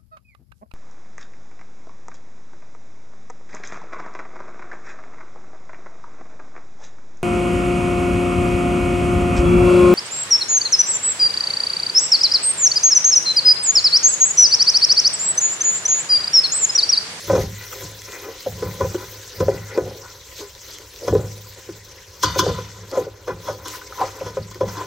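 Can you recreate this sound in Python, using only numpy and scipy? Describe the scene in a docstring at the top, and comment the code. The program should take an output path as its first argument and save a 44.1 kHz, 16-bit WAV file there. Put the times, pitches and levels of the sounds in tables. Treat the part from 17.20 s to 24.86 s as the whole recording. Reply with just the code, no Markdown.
"""In a kitchen, at a gas stove: a metal spoon stirs thick fried semolina in an aluminium pot.
The spoon knocks and drags on the pot, whose damped modes ring; it clangs on the bare rim, twice strongly.
The stove frame hums under each jolt; fat sizzles and spits in the paste, and the spoon's edge hisses on metal.
Two microphones hear the bass almost alike and the treble less so; the wall echoes stay faint behind the pot.
Knocks and modes are struck resonators, the sizzle and the flame are noise shaped in bands."""
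import sys
import numpy as np
from scipy import signal
from scipy.io import wavfile

SR = 44100
rng = np.random.default_rng(int(sys.argv[2]) if len(sys.argv) > 2 else 0)


def gain_from_decibels(decibels):
    """Convert decibel values to linear amplitude factors."""
    exponent = np.asarray(decibels, float) / 20
    return 10 ** exponent


def file_out(sig):
    """Save sig as 16-bit WAV at sys.argv[1]."""
    # one column per channel
    cols = np.atleast_2d(sig).T
    # limit, then scale
    lim = np.clip(cols, -1, 1)
    pcm = np.round(lim * 32767).astype(np.int16)
    wavfile.write(sys.argv[1], SR, pcm)


N = 337806

# Levels in the tables are relative; each source adds its own offset. rise_s and fall_s span 20 dB.
# Low roar of the gas ring and the kitchen: pitch_hz, level_db (per hertz)
FLAME_SPECTRUM = [(15, -30), (25, 10.5), (102, 11.5), (266, -49), (519, 6), (671, -93), (994, -1.5),
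                  (1140, -50), (1500, -56), (3300, -120)]
# Body of the frying hiss: pitch_hz, level_db (per hertz)
SIZZLE_LOW = [(650, -41), (1100, -14), (1430, -3), (1940, 2.5), (2620, -2), (3450, -0.5), (5420, 2),
              (7550, -1), (10500, -46), (22000, -120)]
# Top octave of the frying hiss: pitch_hz, level_db (per hertz)
SIZZLE_TOP = [(5590, -47), (9500, 7), (11000, 16), (12400, 7), (13900, 15), (15000, 19.5), (15900, 8)]
# Fat sizzling in the paste: time_s, level_db
FRYING = [(0, -43), (1.5, -40.5), (2.2, -42), (3.1, -45.5), (4.0, -43.5), (4.6, -46), (5.0, -46),
          (5.5, -52), (7.66, -48)]
# The spoon's edge scrapes over metal: peak_s, rise_s, fall_s, hiss_db, top_octave_db
SCRAPES = [(.22, 0.67, 0.048, -35.5, -35), (.6, 0.64, 0.23, -38, -35), (3.19, 0.19, 0.17, -38.5, -42),
           (3.54, 0.17, 0.13, -37.5, -56), (5.04, 0.036, 0.77, -37, -54), (5.199, 0.054, 0.023, -37, -25),
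           (5.24, 0.037, 0.48, -37.5, -60), (5.8, 0.36, 0.11, -40, -56), (6.26, 0.25, 0.3, -43, -39.5),
           (6.48, 0.033, 0.31, -37, -39), (6.56, 0.14, 0.075, -39.5, -28), (6.82, 0.3, 0.64, -38.5, -41),
           (7.54, 0.17, 0.55, -41, -41)]
# Likeness of the two microphones: pitch_hz, likeness (0 to 1)
LIKENESS = [(30, .99), (300, .998), (700, .98), (1500, .8), (3000, .68), (6000, .64), (9000, .33),
            (14000, .66)]
# Balance of the two microphones: pitch_hz, left_over_right_db
LEFT_DB = [(60, -.4), (250, .5), (700, 1), (1400, 2.3), (3000, 1.5), (6000, 1.1), (10000, -.3)]
# The pot jolts the stove frame: peak_s, hum_db
JOLTS = [(.11, -29), (0.179, -29.5), (.64, -40), (1.3, -35), (1.45, -34), (1.621, -31), (2.211, -29.5),
         (2.32, -34.5), (2.62, -37), (3.9, -28), (3.96, -30.5), (4.5, -43), (5.06, -32), (5.2, -31),
         (5.28, -29), (5.598, -43), (5.8, -41), (6.12, -39), (6.3, -40), (6.82, -43.5), (7.05, -39),
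         (7.202, -35), (7.439, -32.5)]
# Duller modes of the stove frame: pitch_hz, level_db, t60_s
STOVE_MODES = [(74, -1.5, 0.087), (90, 10.5, 0.061), (145, 4, 0.06), (179, 10, 0.065)]
# Ring of the spoon under metal contact: pitch_hz, level_db, t60_s
SPOON_MODES = [(3090, -13.5, 0.018), (3373, -11, 0.038), (4100, -1.5, 0.0039), (5303, -6, 0.021),
               (5850, -2, 0.0065), (6320, -1, 0.006), (8780, -15.5, 0.0051), (12740, -6, 0.0018)]
# The bare rim, free of paste, rings long: pitch_hz, level_db, t60_s
RIM_MODES = [(1037, -15.5, 0.23), (1220, -30, 0.47), (1420, -24, .4), (1548, -22, 0.19), (1700, -33, 0.15),
             (2950, -36, 0.83), (3050, -33, 0.75), (3480, -33, 0.47), (3580, -31, 0.93), (4140, -39, 0.91),
             (4650, -25, 0.61), (5350, -35, .35), (5670, -36, 0.44), (6200, -31.5, 0.65), (6530, -40, 0.54)]
# Thuds between these pitches land on the bare rim: low_hz, high_hz
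RIM_HZ = (900, 1100)
# Modes of the pot, damped by the paste: pitch_hz, level_db, t60_s
POT_MODES = [(289, -15.5, 0.12), (307.9, -5.5, 0.22), (365.2, -3.5, 0.14), (404.7, 2.5, 0.097),
             (442, 3.5, 0.03), (503, 1.5, 0.098), (536, 2.5, 0.083), (608.7, -16, 0.21), (712, -12, 0.16),
             (783, -13, 0.26), (826.5, -9.5, 0.12), (971, -2, 0.039), (1010, 2, 0.079),
             (1147, -12.5, 0.094), (1248, -10.5, 0.16), (1380, -3.5, 0.028), (1468, -6.5, 0.11),
             (1528, -9.5, 0.078), (1714, -16, 0.17), (1984, -6, 0.027), (2444, -11, 0.041)]
# Pushes through the paste: peak_s, rise_s, fall_s, bottom_db, wall_db
PUSHES = [(.16, 0.093, 0.11, -20.5, -28), (.62, 0.24, 0.18, -36, -41), (1.07, 0.38, 0.14, -37.5, -39.5),
          (1.46, 0.18, 0.44, -33.5, -37), (1.781, 0.052, 0.19, -36.5, -35.5), (2.3, 0.18, 0.16, -29, -40.5),
          (2.62, 0.11, 0.17, -24.5, -43), (3.98, 0.17, 0.24, -33.5, -40), (5.06, 0.075, 0.53, -41.5, -29.5),
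          (5.22, 0.27, 1, -48, -45), (5.778, 0.075, 0.11, -29, -31), (6.098, 0.031, 0.063, -25.5, -28),
          (6.3, 0.22, 0.15, -37, -57), (6.48, 0.12, 0.18, -37.5, -38), (6.9, 0.24, 0.5, -37.5, -35.5),
          (7.62, 0.25, 0.096, -32.5, -30)]
# The spoon's edge rubs one part of the pot: peak_s, rise_s, fall_s, level_db, favoured_mode_hz
RUBS = [(.44, 0.14, 0.1, -23.5, 2220), (.94, 0.12, 0.18, -26, 2330), (2.5, 0.6, 0.21, -34, 1880),
        (2.85, 0.032, 0.11, -36, 1200), (5.747, 0.033, 0.024, -22.5, 712), (6.289, 0.096, 0.031, -35, 1200),
        (6.47, 0.037, 0.13, -38.5, 1010), (6.811, 0.036, 0.037, -15, 902), (7.51, 0.048, 0.066, -43, 1010),
        (7.599, 0.059, 0.028, -29.5, 1010)]
# Knocks and scuffs: start_s, peak_db, thud_pitch_hz, wall_db (over the peak), contact_ms (before any stretch)
KNOCKS = [(0.08, -17.5, 337, 2, 10), (0.099, 0.5, 571, -5.5, 8.4), (0.131, 2, 510, -13, 5.2),
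          (0.152, -7, 534, -7, 4.4), (0.179, -3, 527, -13, 2.4), (0.204, -14.5, 567, -20, 3.3),
          (0.528, -13.5, 1360, -20, 2.7), (0.621, -21, 403, 1, 1), (1.087, -15, 488, -27, 6.9),
          (1.263, -6.5, 567, -23, 6.8), (1.424, -6, 446, -5.5, 3.6), (1.608, 0, 525, -7, 9.3),
          (1.645, -6, 523, -7.5, 7.7), (1.745, -6.5, 364, -4, 5.9), (2.204, -1, 418, -4.5, 4.1),
          (2.225, -3, 534, -21, 4.2), (2.283, 3.5, 523, -19, 4.4), (2.576, 4.5, 433, -10, 1.2),
          (2.619, -20, 395, -25, 8.7), (3.207, -17.5, 430, -0.5, 22), (3.828, -15, 495, -35, 28),
          (3.880, -1.5, 517, -3, 7.1), (3.927, 0, 460, -30, 4.4), (3.951, 2.5, 458, -15.5, 4.3),
          (3.994, -11, 503, -20, 5.6), (4.489, -15.5, 355, -8.5, 7.4), (5.034, -9, 1010, 0, 4.1),
          (5.16, -3.5, 522, -15, 3.3), (5.191, -9, 1010, 0.5, 4), (5.234, -8.5, 504, -6.5, 20),
          (5.265, 1.5, 529, -18, 5), (5.288, -8, 500, -1, 18.6), (5.384, -17.5, 494, 1, 12),
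          (5.730, -11.5, 520, -2.5, 16), (5.754, -12.5, 640, -4.5, 2.6), (5.772, 1, 502, -27, 6.7),
          (5.795, -14.5, 455, -10, 9.3), (5.809, -15, 391, -10, 12), (5.868, -14, 452, -25, 3),
          (6.079, -5, 515, -4.5, 8.9), (6.284, -10.5, 608.4, 1.5, 17), (6.458, -25.5, 1010, 0, 6.5),
          (6.537, -18, 1350, -11, 2), (6.548, -29, 1440, 1, 3.1), (6.614, -20.5, 1530, -6, 2),
          (6.724, -13.5, 1360, -20, 3), (6.786, -16, 1350, -17, 3.4), (6.812, -0.5, 800, -12, 12.4),
          (6.834, -15, 570, -4, 4), (7.011, -9.5, 532, -11, 4.5), (7.063, -16.5, 502, 2.5, 16),
          (7.17, -6.5, 536, -7.5, 4.2), (7.313, -38, 1010, 1, 3.8), (7.354, -25, 367, 2, 6.9),
          (7.409, -4, 547, -5.5, 6.5), (7.432, -5.5, 515, -33, 7.7), (7.483, -22, 533, 5, 11),
          (7.569, -23.5, 1010, -4, 5.3)]

# Livelier frying is brighter: its top octave follows the frying level, both in dB
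TOP_PER_FRYING_DB, TOP_DB = 1.5, 23.5
HUM_HZ, REST_HUM_DB = 104.3, -60
JOLT_RISE_S, JOLT_FALL_S, RUMBLE_FALL_S = 0.046, 0.33, 0.18   # over 20 dB
# The spoon chatters more as a knock reaches the wall, and far more on the bare rim
CHATTER_PER_WALL_DB, CHATTER_DB, RIM_GAIN_DB = 2, -12.5, 17.5
RIM_SPLIT_PER_KHZ = 0.005   # spacing of close partners, as a share of the mode's pitch
RIM_BODY_HZ = 315           # rim knocks also rock the low body
WALL_TIME_RATIO = 0.86      # the wall swells and fades in less time than the bottom
REST_BOTTOM_DB, REST_WALL_DB = -52, -54   # between pushes
RUB_DB_PER_OCTAVE = 27.5
CURVE_STEP = 40             # samples between points of a slow curve


def rms_one(x):
    """Scales to unit rms."""
    return x / np.sqrt(np.mean(x ** 2) + 1e-20)


def in_time(rows):
    """One value per sample for each column of a curve."""
    s, *columns = np.transpose(rows)
    return [np.interp(np.arange(N) / SR, s, column) for column in columns]


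def at_hz(points, hz):
    """Reads a spectrum on a log-frequency axis."""
    points = np.array(points)
    return np.interp(np.log(hz), np.log(points[:, 0]), points[:, 1])


def drift(rate_hz):
    """Slow random wander of unit spread: noise through two equal low-pass poles."""
    r = np.exp(-2 * np.pi * rate_hz * CURVE_STEP / SR)
    noise = rng.standard_normal(N // CURVE_STEP + 2002)
    slow = signal.lfilter([1], [1, -2 * r, r * r], noise)[2000:]   # the filter has settled
    return np.interp(np.arange(N) / CURVE_STEP, np.arange(len(slow)), rms_one(slow))


def swells(s, rise_s, fall_s, peak_db, rest_db):
    """Level in dB of events that rise and fall evenly in dB, summed in power over a resting level."""
    t = np.arange(0, N, CURVE_STEP)[:, None] / SR - s
    down_db = 20 * np.where(t < 0, -t / rise_s, t / fall_s)
    power = np.sum(gain_from_decibels(2 * (peak_db - down_db)), axis=1)
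    power = np.interp(np.arange(N) / CURVE_STEP, np.arange(len(t)), power)
    return 10 * np.log10(power + gain_from_decibels(2 * rest_db))


def ring(force, hz, t60):
    """A damped resonator: a unit click sets a sine of starting height 1 ringing."""
    r, w = gain_from_decibels(-60 / (t60 * SR)), 2 * np.pi * hz / SR
    return signal.lfilter([0, np.sin(w)], [1, -2 * r * np.cos(w), r * r], force + 1e-18)


def steady_gain(t60):
    """Gain at which steady noise of unit rms rings a mode to about unit rms, whatever its decay."""
    return np.sqrt(4 * np.log(1000) / (t60 * SR))


def grains(per_s, spread_db):
    """Random clicks with a long tail of sizes; rms 1."""
    sizes = gain_from_decibels(spread_db * np.minimum(rng.exponential(1, N), 5)) * rng.choice([-1, 1], N)
    return rms_one(sizes * (rng.random(N) < per_s / SR))


def balance(hz):
    """Gains of the left and right microphones at one pitch."""
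    return gain_from_decibels(at_hz(LEFT_DB, hz) * np.array([[.5], [-.5]]))


def banded(pairs, spectrum, patchy_db):
    """Bands of about a third octave, from two mid-side pairs in turn, each band flickering alone; rms 1."""
    low_end, high_end = spectrum[0][0], spectrum[-1][0]
    edges = np.geomspace(low_end, high_end, int(3 * np.log2(high_end / low_end)) + 3)
    out = 0
    for k, (low, high) in enumerate(zip(edges, edges[1:])):
        band = signal.butter(2, [low, high], "band", fs=SR, output="sos")
        mid, side = signal.sosfilt(band, pairs[k % 2])
        hz = np.sqrt(low * high)
        alike = np.clip(at_hz(LIKENESS, hz), 0, 1)
        both = np.sqrt(1 + alike) * mid + np.sqrt(1 - alike) * side * [[1], [-1]]
        level = gain_from_decibels(at_hz(spectrum, hz) + patchy_db * drift(20.3))
        out = out + level * balance(hz) * both
    return rms_one(out)


def placed(sound, hz, lag):
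    """A mode reaches the two microphones with its own balance and a small unlike part, lag samples late."""
    alike = at_hz(LIKENESS, hz)
    alike = np.clip(alike + 0.29 * (1 - alike), 0, 1)
    side = np.sqrt((1 - alike) / (1 + alike)) * np.roll(sound, lag)
    return balance(hz) * (sound + side * [[1], [-1]])


def laid(rows, s, n):
    """Adds one short row of samples at each time."""
    places = np.clip((s * SR).astype(int)[:, None] + n, 0, N)
    return np.bincount(places.ravel(), rows.ravel(), N + 1)[:N]


def on_rim(thud_hz):
    """True for knocks that land on the bare rim."""
    return (thud_hz > RIM_HZ[0]) & (thud_hz < RIM_HZ[1])


def contacts(strength, stretch, clean, skid):
    """Force of all knocks: a skid in, one firm blow, then chatter dying over the contact; unit energy each."""
    s, contact_ms = np.array(KNOCKS)[:, 0], np.array(KNOCKS)[:, 4:]
    contact = stretch * np.clip(contact_ms, 1, 40) * SR / 1000   # samples
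    n = np.arange(-1500, 5000)
    skid_size = np.minimum(skid * contact / (0.0039 * SR), 1)    # long contacts skid more
    skid_in = skid_size * np.exp(-np.abs(n) / (.5 * contact))
    shape = np.where(n < 0, skid_in, np.exp(-np.abs(n) / contact))
    chatter = shape * rng.standard_normal(shape.shape) / np.sqrt(np.sum(shape ** 2, axis=1, keepdims=True))
    firm = clean * np.exp(-(contact / (.011 * SR)) ** 2)         # share of energy in the firm blow
    blows = strength[:, None] * (np.sqrt(1 - firm) * chatter + np.sqrt(firm) * (n == 0))
    return laid(blows, s, n)


def flame():
    """Low uneven roar of the gas ring and the kitchen: noise in flickering bands."""
    roar = banded(rng.standard_normal((2, 2, N)), FLAME_SPECTRUM, patchy_db=2)
    no_subsonics = signal.butter(2, 36, "high", fs=SR, output="sos")
    return gain_from_decibels(-51) * signal.sosfilt(no_subsonics, roar)


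def kitchen(x, t60):
    """A short tail of wall echoes, unlike on each side: decaying noise, softened in the treble."""
    t = np.arange(int(.4 * SR)) / SR
    tail = rng.standard_normal((2, len(t))) * gain_from_decibels(-60 * t / t60) * (t > .006)
    tail = signal.lfilter([.5], [1, -.5], tail) / np.sqrt(np.sum(tail ** 2, axis=1, keepdims=True))
    return signal.fftconvolve(x[None], tail, axes=1)[:, :N]


def hissing():
    """Level of the hiss and of its top octave, dB: scrapes over the frying."""
    s, rise, fall, hiss_db, top_db = np.transpose(SCRAPES)
    frying_db, = in_time(FRYING)
    frying_top_db = TOP_PER_FRYING_DB * frying_db + TOP_DB
    return swells(s, rise, fall, hiss_db, frying_db), swells(s, rise, fall, top_db, frying_top_db)


def sizzle():
    """Dense fine bubbles make a hiss that flutters as a whole; larger ones spit out of it as lone ticks."""
    level_db, top_db = hissing()
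    spits = gain_from_decibels(-11) * np.array([[grains(25, 4), grains(25, 4)] for pair in range(2)])
    flutter = gain_from_decibels(.7 * drift(8) + .7 * drift(40))
    fizz = rng.standard_normal((2, 2, N)) * flutter + spits
    body = gain_from_decibels(level_db - 1.94) * banded(fizz, SIZZLE_LOW, patchy_db=3.5)
    top = gain_from_decibels(top_db - 11.0) * banded(fizz, SIZZLE_TOP, patchy_db=4.0)
    return body + top


def stove():
    """One frame mode hums as a slightly wavering sine; duller modes rumble in strong shaking and die sooner."""
    s, jolt_db = np.transpose(JOLTS)
    hum_db = swells(s, JOLT_RISE_S, JOLT_FALL_S, jolt_db, REST_HUM_DB)
    hum_level = np.sqrt(2) * gain_from_decibels(hum_db + 1.5 * drift(8.4))
    hum = hum_level * np.sin(2 * np.pi * np.cumsum(HUM_HZ + .5 * drift(3.8)) / SR)
    rumble_db = swells(s, JOLT_RISE_S, RUMBLE_FALL_S, 1.474 * jolt_db + 5.0, REST_HUM_DB - 15)
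    rumble_db = rumble_db + 1.36 * drift(37.0)
    rumble = np.zeros(N)
    for hz, db, t60 in STOVE_MODES:
        shaking = gain_from_decibels(rumble_db + db) * rng.standard_normal(N) * steady_gain(t60)
        rumble += ring(shaking, hz, t60)
    band = np.vstack([signal.butter(2, 260, fs=SR, output="sos"),
                      signal.butter(4, 50, "high", fs=SR, output="sos")])
    frame = hum + signal.sosfilt(band, rumble)
    # bass reaches both microphones almost alike
    return frame + gain_from_decibels(-27.0) * np.roll(frame, int(SR / HUM_HZ / 4)) * [[1], [-1]]


def spoon():
    """Metal on metal: the edge skids in, its chatter rings the spoon's bright modes, and scraping sings them."""
    _, peak_db, thud_hz, wall_db, _ = np.transpose(KNOCKS)
    rim_hit = on_rim(thud_hz)
    chatter_db = CHATTER_PER_WALL_DB * wall_db + CHATTER_DB + RIM_GAIN_DB * rim_hit
    skid = np.where(rim_hit, 1, .3)[:, None]
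    hiss_db = hissing()[0]
    crack = contacts(gain_from_decibels(peak_db + wall_db - 14.0), stretch=0.33, clean=0.46, skid=0)   # the first touch
    crack_band = signal.butter(2, [2000, 7000], "band", fs=SR, output="sos")
    out = placed(signal.sosfilt(crack_band, crack), 4000, lag=23)
    for hz, db, t60 in SPOON_MODES:
        chatter = contacts(gain_from_decibels(peak_db + chatter_db + db - 2.0), stretch=2.86, clean=0.016, skid=skid)
        grit_level = gain_from_decibels(1.43 * hiss_db + db + 5.5 + 3.8 * drift(11.0))   # grit grows faster than the hiss
        rubbing = grit_level * grains(1400, 2.66) * steady_gain(t60)
        out += placed(ring(chatter + rubbing, hz, t60), hz, int(SR / hz * 20.25))
    return out


def rim():
    """Rim knocks strike clusters of close partners, unlike in strength and decay, so the ring shimmers."""
    _, peak_db, thud_hz, wall_db, _ = np.transpose(KNOCKS)
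    out = np.zeros((2, N))
    for hz, db, t60 in RIM_MODES:
        strength = on_rim(thud_hz) * gain_from_decibels(peak_db + wall_db + db - 3.5)
        blow = contacts(strength, stretch=.4, clean=.95, skid=.1)
        offsets = np.linspace(-2.4, 2.4, 9) + rng.uniform(-.3, .3, size=9)
        decays = t60 * rng.uniform(0.5, 1.2, size=9)
        sizes = rng.choice([-1, -.5, 1], size=9)
        rings = np.zeros(N)
        for offset, decay, size in zip(offsets, decays, sizes):
            partner_hz = hz * (1 + RIM_SPLIT_PER_KHZ * hz / 1000 * offset)
            rings += size * ring(blow, partner_hz, decay)
        wobble = gain_from_decibels(2.2 * drift(20))   # the pot wobbles on its stand
        out += placed(wobble * rings, hz, int(SR / hz * 9.9))
    return out


def thuds():
    """The spot under the spoon gives a short tone of its own that sags as paste loads it."""
    s, peak_db, thud_hz, _, contact_ms = np.transpose(KNOCKS)[:, :, None]
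    n = np.arange(4000)
    t = n / SR
    hold = 0.003 + 0.0012 * np.clip(contact_ms, 1, 40)
    hold = hold * (500 / thud_hz) ** 0.67   # seconds; higher thuds die sooner
    phase = 2 * np.pi * thud_hz * (t - 0.02 * t ** 2 / hold)
    envelope = (1 - np.exp(-t / (0.12 * hold))) * np.exp(-t / hold)
    return laid(gain_from_decibels(peak_db - 9.5) * envelope * np.sin(phase), s[:, 0], n)


def dragging():
    """Force of the pushes on the bottom and on the wall, dB."""
    s, rise, fall, bottom_db, wall_db = np.transpose(PUSHES)
    bottom = swells(s, rise, fall, bottom_db, REST_BOTTOM_DB)
    wall = swells(s, WALL_TIME_RATIO * rise, WALL_TIME_RATIO * fall, wall_db, REST_WALL_DB)
    return bottom, wall


def rubbing_db(hz):
    """Force of the rubs on the mode at hz, dB: weaker with distance from the favoured pitch."""
    s, rise, fall, rub_db, rub_hz = np.transpose(RUBS)
    return swells(s, rise, fall, rub_db - RUB_DB_PER_OCTAVE * np.abs(np.log2(hz / rub_hz)), -120)


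def pot():
    """Knocks ring bottom and wall modes, most near the thud's pitch; dragging grit feeds the same modes."""
    _, peak_db, thud_hz, wall_hit_db, _ = np.transpose(KNOCKS)
    rim_hit = on_rim(thud_hz)
    bottom_db, wall_db = dragging()
    judder = gain_from_decibels(2.98 * drift(19.7))   # the spoon sticks and slips
    out = placed(thuds(), 240, lag=35)
    for k, (hz, db, t60) in enumerate(POT_MODES):
        wall = hz > 870   # higher modes belong to the wall, lower ones to the bottom
        struck_hz = thud_hz if wall else np.where(rim_hit, RIM_BODY_HZ, thud_hz)
        near_db = -11 * np.minimum(np.abs(np.log2(hz / struck_hz)) / 0.61, 2.4)
        if wall:
            hit_db = wall_hit_db + 0.64 * near_db
            drag_db = wall_db - 9.5
        else:
            hit_db = near_db - 9.5 + 6.7 * rim_hit
            drag_db = bottom_db - 11.0
        blows = (-1) ** k * contacts(gain_from_decibels(peak_db + db + hit_db - 3), stretch=1, clean=.93, skid=.3)
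        grit_level = gain_from_decibels(drag_db + db) + gain_from_decibels(rubbing_db(hz) + 1.37 * db - 4.5)
        grit = grit_level * judder * grains(600, 2.85) * steady_gain(t60)
        out += placed(ring(blows + grit, hz, t60), hz, int(SR / hz / 4))
    # a small pot radiates no deep bass
    return signal.sosfilt(signal.butter(3, 230, "high", fs=SR, output="sos"), out)


def scene():
    """Flame, frying and stove behind the spoon, rim and pot with their faint wall echoes."""
    struck = pot() + rim() + spoon()
    bright = signal.sosfilt(signal.butter(2, 600, "high", fs=SR, output="sos"), struck.mean(axis=0))
    echoes = gain_from_decibels(-20.5) * kitchen(bright, t60=0.65)
    return flame() + sizzle() + stove() + echoes + struck


def roll_off(x):
    """The treble ends steeply here."""
    return signal.sosfilt(signal.butter(12, 16970, fs=SR, output="sos"), x)


def record(dry):
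    """Peaks are gently rounded, then the top is cut steeply above 15.8 kHz."""
    rounded = 1.435 * np.tanh(dry / 1.238)
    cut = signal.ellip(10, .5, 60, 15800, fs=SR, output="sos")
    mix = signal.sosfilt(cut, rounded)
    return roll_off(mix)


dry = scene()
out = record(dry)
file_out(out)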